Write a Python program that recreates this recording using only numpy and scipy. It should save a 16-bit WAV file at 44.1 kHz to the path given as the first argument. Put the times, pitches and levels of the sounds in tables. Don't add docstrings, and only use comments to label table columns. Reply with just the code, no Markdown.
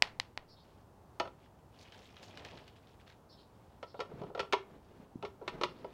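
import sys
import numpy as np
from scipy import signal
from scipy.fft import rfft, irfft
from scipy.io import wavfile
from scipy.ndimage import uniform_filter1d

SR = 44100
rng = np.random.default_rng(int(sys.argv[2]) if len(sys.argv) > 2 else 0)


def digitize_waveform(pressure):
    field = np.atleast_2d(pressure).T
    bounded = np.clip(field, -1, 1)
    quanta = np.round(bounded * 32767).astype(np.int16)
    wavfile.write(sys.argv[1], SR, quanta)


N = 261513
T = np.arange(N) / SR


def amp(db):
    return 10 ** (np.asarray(db) / 20)


def evened(x):
    return x / np.sqrt(np.mean(x ** 2) + 1e-20)


def struck(rows):
    return rows / np.std(rows[:, :SR // 40], axis=1, keepdims=True)


def read(points, hz):
    f, value = np.transpose(points)
    return np.interp(np.log(hz + 1), np.log(f + 1), value)


def add(mix, s, sound):
    part = mix[max(round(s * SR), 0):][:len(sound)]
    part += sound[:len(part)]


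def impulse(spectrum, tilt_db=0, size=2048):
    hz = abs(np.fft.fftfreq(size, 1 / SR))
    tilt = tilt_db * np.log2(hz / 2000 + .02)
    log_gain = np.log(amp(read(spectrum, hz) + tilt))
    response = np.exp(np.conj(signal.hilbert(log_gain)))
    return np.fft.ifft(response).real


def colour(x, spectrum):
    return signal.oaconvolve(x, impulse(spectrum))[:len(x)]


def band(x, lo_hz, hi_hz):
    edges = [lo_hz, min(hi_hz, SR / 2 - 1)]
    return signal.sosfilt(signal.butter(4, edges, "band", fs=SR, output="sos"), x)


def drift(per_s):
    knots = rng.standard_normal(N // 100)
    return np.interp(T * per_s, np.arange(len(knots)), knots)


def strokes(rows, attack_s, release_s):
    out = np.zeros(N)
    for s, length, db in rows:
        swell, let_go = (T - s) / attack_s, (s + length - T) / release_s
        out += amp(db) * np.clip(np.minimum(swell, let_go), 0, 1)
    return out


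# frequency in Hz, relative level in dB.
HEARTH_SPECTRUM = [(15, -51), (25, -16.5), (32, -20.5), (50, -7), (107, -4), (137, -8), (235, -11),
                   (261, -12), (449, -13.5), (572, -15.5), (881, -15), (2090, -34.5), (4950, -39.5),
                   (13400, -45.5), (15800, -44)]


def hearth(level_db=-60.5, flutter_db=0.74):
    gain = amp(read(HEARTH_SPECTRUM, np.fft.rfftfreq(N, 1 / SR)))
    wash = irfft(rfft(rng.standard_normal(N)) * gain, N)
    return amp(level_db) * evened(wash * amp(flutter_db * drift(10)))


# start in seconds, peak level of the crack in dB, brightness in dB per octave,
# lag of the second contact in ms, share of the crack in the second contact.
DOUGH_PATS = [(0.0231, -3.5, -1.5, 0.4, 0.56), (0.1993, -16, 0, 1, 0.57), (.376, -22, -4.5, .4, 0.13)]
# frequency in Hz, relative level in dB.
PALM_SPECTRUM = [(100, -31), (350, -22), (800, -3.5), (1400, -7), (2000, 0), (3200, -4), (4400, 0),
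                 (5800, -10.5), (7500, -19), (10000, -26.5), (16000, -47)]


def pats(spread_hz=3000, spread_radius=.95, thump_db=-25, thump_hz=480):
    first, rest = np.zeros(N), np.zeros(N)
    hollow = [1, -2 * spread_radius * np.cos(2 * np.pi * spread_hz / SR), spread_radius ** 2]
    t = np.arange(SR // 50) / SR
    thump = np.sin(2 * np.pi * thump_hz * t) * np.exp(-t / 0.00053)
    for s, db, bright_db, lag_ms, share in DOUGH_PATS:
        crack = signal.lfilter(hollow[::-1], hollow, impulse(PALM_SPECTRUM, bright_db))
        crack *= amp(db) / abs(crack).max()
        add(first, s, crack)
        add(rest, s + lag_ms / 1000, share * crack)
        add(rest, s, amp(thump_db + db / 2) * thump)
    return first, rest


# frequency in Hz, time to fall 60 dB in seconds.
ROOM_DECAY = [(100, 0.88), (500, 0.26), (2500, 0.27), (5000, 0.21), (9000, .25), (16000, .15)]


def room(x, first_s=.004):
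    taps = rng.standard_normal(SR) * (rng.random(SR) < .15)
    hz, t, bins = signal.stft(taps, SR, nperseg=256)
    decay = amp(-60 * t / read(ROOM_DECAY, hz)[:, None])
    tail = signal.istft(bins * decay, SR, nperseg=256)[1]
    tail = np.concatenate([np.zeros(int(first_s * SR)), tail])
    return signal.fftconvolve(x, tail / np.linalg.norm(tail))[:N]


# start in seconds, level in dB before the direct and echo gains.
BIRD_CALLS = [(0.482, -55.5), (3.29, -54.5), (3.865, -59), (5.667, -62)]
# offset from the call's start in seconds, length in seconds,
# starting pitch in Hz before scatter, final pitch in Hz, relative level in dB, buzz depth in Hz.
CALL_NOTES = [(-.005, 0.055, 5520, 5100, -8, 96), (-.01, 0.062, 4970, 4000, -5, 475),
              (.075, 0.0354, 3457, 4160, -5.5, 446), (.1, 0.035, 4900, 4200, -10.5, 470)]


def bird(direct_db=-18, echo_db=-3, scatter=0.0262):
    out = np.zeros(N)
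    for s, db in BIRD_CALLS:
        for after, length, from_hz, to_hz, note_db, buzz_hz in CALL_NOTES:
            start_hz = from_hz * (1 + scatter * rng.uniform(-1.01, 1))
            glide = np.linspace(start_hz, to_hz, int(length * SR))
            buzz = evened(uniform_filter1d(rng.standard_normal(SR // 4), size=40))
            hz = glide + buzz_hz * buzz[:len(glide)]
            tone = np.sin(2 * np.pi * np.cumsum(hz) / SR)
            add(out, s + after, amp(db + note_db) * signal.windows.tukey(len(hz), .5) * tone)
    return amp(direct_db) * out + amp(echo_db) * room(out)


def crinkle(count=16):
    out = np.zeros(N)
    for hz in np.geomspace(1400, 13000, count):
        at = np.flatnonzero(rng.random(N) < 150 / SR)
        size_db = 4.5 * np.minimum(rng.exponential(1, len(at)), 3.5)
        clicks = np.zeros(N)
        clicks[at] = amp(size_db + 2 * drift(18)[at])
        out += signal.lfilter(*signal.iirpeak(hz, 7, fs=SR), clicks)
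    hiss = .45 * rng.standard_normal(N)
    return (evened(out) + hiss) * amp(1.8 * drift(60))


def crackles(per_s=110, spread_db=5):
    size = amp(spread_db * np.minimum(rng.exponential(1, N), 2.5))
    size *= rng.random(N) < per_s / SR
    burst = np.exp(-np.arange(SR // 100) / SR / 0.00094)
    return evened(signal.oaconvolve(size, burst)[:N] * rng.standard_normal(N))


# frequency in Hz, relative level in dB.
SHEET_SPECTRUM = [(710, -67), (1200, -5), (1480, -9.5), (1610, -6), (1870, -7), (2600, -5.5), (3270, -6),
                  (5380, -14.5), (10700, -39), (15000, -39)]
# frequency in Hz, relative level in dB.
FILM_SPECTRUM = [(1500, -9), (4000, 3), (6500, 4.5), (8500, -7), (12000, -14), (16000, -16)]
# time in seconds, level in dB before the rustle gain.
MOTION_CURVE = [(1.72, -79), (1.8, -66.5), (2.02, -64.5), (2.14, -65.5), (2.27, -62), (2.46, -60),
                (2.6, -62.5), (2.72, -74.5), (2.95, -70.5)]
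# start in seconds, length in seconds, level in dB before the rustle gain.
SHEET_TOUCHES = [(.63, .2, -73.5), (1.13, .04, -76), (1.38, .1, -71.5), (2.99, 0.045, -65.5),
                 (3.06, 0.061, -64), (3.47, 0.33, -79), (4.82, .22, -77.5), (5.75, 0.21, -71)]
# start in seconds, length in seconds, level in dB before the peel gain.
PEEL_TUGS = [(1.78, 0.082, -67.5), (1.93, 0.18, -74), (2.22, .1, -65.5)]
# time in seconds, level in dB before the snap and surge gains.
CREASE_SNAPS = [(1.5892, -65), (1.7434, -59.5), (1.9216, -46.5), (1.9451, -47.5), (2.167, -47),
                (2.2292, -44), (2.3737, -39), (2.4492, -38), (2.4857, -48), (2.574, -45), (2.6784, -46),
                (2.7625, -56), (2.8718, -55), (3.073, -55), (3.1228, -53.5)]


def plastic(rustle_db=-2, peel_db=-1, snap_db=-9, flap_db=-14, waft_db=-54, waft_power=2.85,
            crackle_db=-4, surge_db=-14, surge_s=0.013, snap_s=0.0026):
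    drive = evened(crinkle() + amp(crackle_db) * crackles())
    when, motion_db = np.transpose(MOTION_CURVE)
    motion = np.interp(T, when, amp(motion_db), left=0, right=0)
    surges = np.zeros(N)
    for s, db in CREASE_SNAPS:
        surges += amp(db + surge_db) * (T > s) * np.exp(-abs(T - s) / surge_s)
    rustle = motion + surges + strokes(SHEET_TOUCHES, attack_s=0.01, release_s=0.018)
    flap = evened(band(rng.standard_normal(N), 391, 1700))
    out = amp(rustle_db) * rustle * (evened(colour(drive, SHEET_SPECTRUM)) + amp(flap_db) * flap)

    tugs = strokes(PEEL_TUGS, attack_s=0.01, release_s=0.054)
    out += amp(peel_db) * tugs * evened(colour(drive, FILM_SPECTRUM))

    waft = evened(band(rng.standard_normal(N), 75, 870) * amp(4.4 * drift(50)))
    out += amp(waft_db) * (motion / motion.max()) ** waft_power * waft

    t = np.arange(SR // 30) / SR
    for s, db in CREASE_SNAPS:
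        snap = colour(rng.standard_normal(len(t)) * np.exp(-t / snap_s), SHEET_SPECTRUM)
        add(out, s, amp(db + snap_db) * snap / np.std(snap[:SR // 250]))
    return out


# start in seconds, relative level in dB, hardness (treble over body) in dB,
# ring time factor (held to at least .45), part struck.
PRESS_BLOWS = [(1.199, -32, 1.5, 0.64, "plate"), (1.224, -45, -23, .9, "plate"),
               (1.254, -42.5, -14, 1, "plate"), (1.275, -48.5, -6.5, 0.52, "plate"),
               (3.828, -41.5, -4.5, 0.87, "lid"), (3.943, -45, -16, 1, "lid"),
               (3.992, -39.5, -12, .9, "hinge"), (4.003, -35.5, -2, 1, "lid"),
               (4.114, -46.5, -27, 0.88, "hinge"), (4.216, -40.5, -17, 0.62, "hinge"),
               (4.235, -43, -16.5, 1, "hinge"), (4.3, -45.5, -27.5, 1, "hinge"),
               (4.349, -37.5, -10.5, 1, "lid"), (4.376, -39, -9.5, 0.96, "lid"),
               (4.394, -33, -0.5, 0.62, "lid"), (4.402, -40, 5, 0.61, "hinge"),
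               (4.429, -41.5, -15, 1, "lever"), (4.525, -38, 10, 0.87, "plate"),
               (4.533, -27, 1, 0.55, "lever"), (4.543, -39.5, -9, 0.36, "lever"),
               (5.226, -45.5, -2, 0.32, "plate"), (5.235, -38, -17, 0.97, "hinge"),
               (5.25, -47, 4.5, 1, "lever"), (5.414, -45, -26, 0.63, "lid"),
               (5.424, -45.5, -26, 0.75, "lever"), (5.478, -40.5, 7, 1, "lever"),
               (5.612, -34.5, -4, 0.91, "lever"), (5.635, -33, 5.5, 0.6, "lever"),
               (5.845, -39, -16, 0.57, "hinge")]
# frequency in Hz, relative level in dB before random variation,
# time to fall 60 dB in seconds before the ring time factor.
PRESS_MODES = [(381, 2.5, 0.2), (436, 0.5, 0.02), (520, -5, 0.02), (574, 5.5, 0.058), (673, -5, 0.12),
               (813, 2, 0.065), (810, -1, 0.031), (966, 0, 0.11), (1148, -9, 0.12), (1314, -2.5, 0.11),
               (1365, 14.5, 0.014), (1800, -2, 0.12), (2130, 2.5, 0.023), (2280, -26, 0.047),
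               (2460, -17, 0.037), (2610, -44, .04), (3210, -37, 0.03), (3800, -24, 0.071),
               (4290, -9, 0.038), (5486, -9.5, 0.029), (6400, -18, 0.03)]
# frequency in Hz, relative level in dB.
CLATTER_SPECTRUM = [(60, -8), (180, 0.5), (280, -7), (400, 17), (1250, 4), (1700, 1.5), (2400, -0.5),
                    (3500, -2), (5200, -12), (7000, -23), (10000, -33.5), (16000, -47)]
PRESS_PARTS = {"plate": (645, 1293, 2680, 502, 6.1, 1.1), "lid": (527, 1373, 1889, 417, -5, -1.5),
               "hinge": (406.5, 864, 3000, 369, 1.5, 0), "lever": (380, 1095, 2190, 333, -7, -0.5)}


def press(clatter_db=0, clatter_t60=0.074, spot_db=0, thud_db=-17, body_db=-5, clang_db=-5.5, clink_db=-9,
          tick_db=4, rise_s=0.0016, clang_share=0.38):
    out, t = np.zeros(N), np.arange(SR // 6) / SR
    s, level, hardness, ring = np.transpose([row[:-1] for row in PRESS_BLOWS])[:, :, None]
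    parts = np.transpose([PRESS_PARTS[row[-1]] for row in PRESS_BLOWS])[:, :, None]
    *favoured, lowest_hz, part_thud_db, part_clang_db = parts
    hz, mode_db, t60 = np.transpose(PRESS_MODES)[:, :, None]
    ring = np.maximum(ring, .45)
    contact = np.tanh(t / .0006) ** 2

    blows = []
    for r in ring:
        phase, size_db = rng.random(hz.shape), rng.normal(0, 3, hz.shape)
        decay = amp(mode_db + size_db - 60 * t / (t60 * r))
        modes = contact * (decay * np.sin(2 * np.pi * (hz * t + phase))).sum(0)
        noise = rng.standard_normal(len(t)) * amp(-60 * t / (clatter_t60 * r))
        clatter = colour(noise, CLATTER_SPECTRUM)
        blows.append(evened(modes) + amp(clatter_db) * evened(clatter))
    blows = np.array(blows)
    soft = blows * (1 - np.exp(-t / rise_s))

    fade = amp(-60 * t / (.055 * ring))
    spot = [amp(spot_db) * struck(contact * np.sin(2 * np.pi * f * t) * fade) for f in favoured]

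    thud = struck(band(soft, 70, 296))
    body = np.array([band(blow, lo_hz, 759) for blow, lo_hz in zip(soft, lowest_hz[:, 0])])
    body = struck(struck(body) + 0.84 * spot[0])
    clang = struck(struck(band(soft, 850, 1457)) + .8 * spot[1])
    clink = struck(struck(band(blows, 2050, 14000)) + .35 * spot[2])
    sounds = amp(thud_db + part_thud_db) * thud
    sounds += amp(body_db) * body
    sounds += amp(clang_db + part_clang_db + clang_share * hardness) * clang
    sounds += amp(clink_db + hardness) * clink

    tick = impulse(CLATTER_SPECTRUM)
    tick /= abs(tick).max()
    for at, db, sound in zip(s[:, 0], (level + hardness)[:, 0], amp(level) * sounds):
        add(out, at, sound)
        add(out, at + .001, amp(db + tick_db) * tick)
    return out


# start in seconds, length in seconds, level in dB before the rub gain.
TABLE_RUBS = [(4.03, 0.28, -51), (4.6, 0.21, -57.5), (4.82, 0.253, -57), (5.4, 0.28, -49),
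              (5.64, 0.37, -55.5)]
# frequency in Hz, relative level in dB.
TABLE_SPECTRUM = [(50, -2), (130, 7.5), (250, 5), (390, 8.5), (600, 1), (1100, -7), (1800, -12.5),
                  (4000, -22.5), (9000, -41)]
# start in seconds, level in dB, frequency in Hz, length in seconds.
TABLE_BUMPS = [(4.134, -41.5, 165, 0.016), (4.21, -36, 166.6, 0.015), (4.232, -45, 162, 0.025),
               (4.995, -44, 200, 0.015), (5.155, -32, 226, 0.0074), (5.542, -38.5, 149, 0.014)]


def table(rub_db=-3, lumpy_db=3):
    rub = evened(colour(rng.standard_normal(N) * amp(lumpy_db * drift(70)), TABLE_SPECTRUM))
    out = amp(rub_db) * strokes(TABLE_RUBS, attack_s=0.07, release_s=0.021) * rub
    for s, db, hz, length in TABLE_BUMPS:
        t = np.arange(int(length * SR)) / SR
        add(out, s, amp(db) * np.hanning(len(t)) * np.sin(2 * np.pi * hz * t))
    return out


# frequency in Hz, relative level in dB.
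HAND_SHADE = [(100, 10), (2200, -8), (4500, -11.5), (9000, -11), (16000, -1.5)]


def scene(pat_room_db=-11, press_room_db=-13, sheet_room_db=-10):
    wash = hearth()
    cracks, palms = pats()
    call = bird()
    sheet = plastic()
    metal = press() + table()
    to_room = amp(pat_room_db) * colour(cracks, HAND_SHADE)
    to_room += amp(press_room_db) * metal + amp(sheet_room_db) * sheet
    return (cracks + palms + metal + sheet + room(to_room) + call + wash)[None]


def record(dry, edge_hz=15900):
    low_pass = signal.firwin(511, edge_hz, window=("kaiser", 9), fs=SR)
    return signal.oaconvolve(dry, low_pass[None], "same")


dry = scene()
out = record(dry)
digitize_waveform(out)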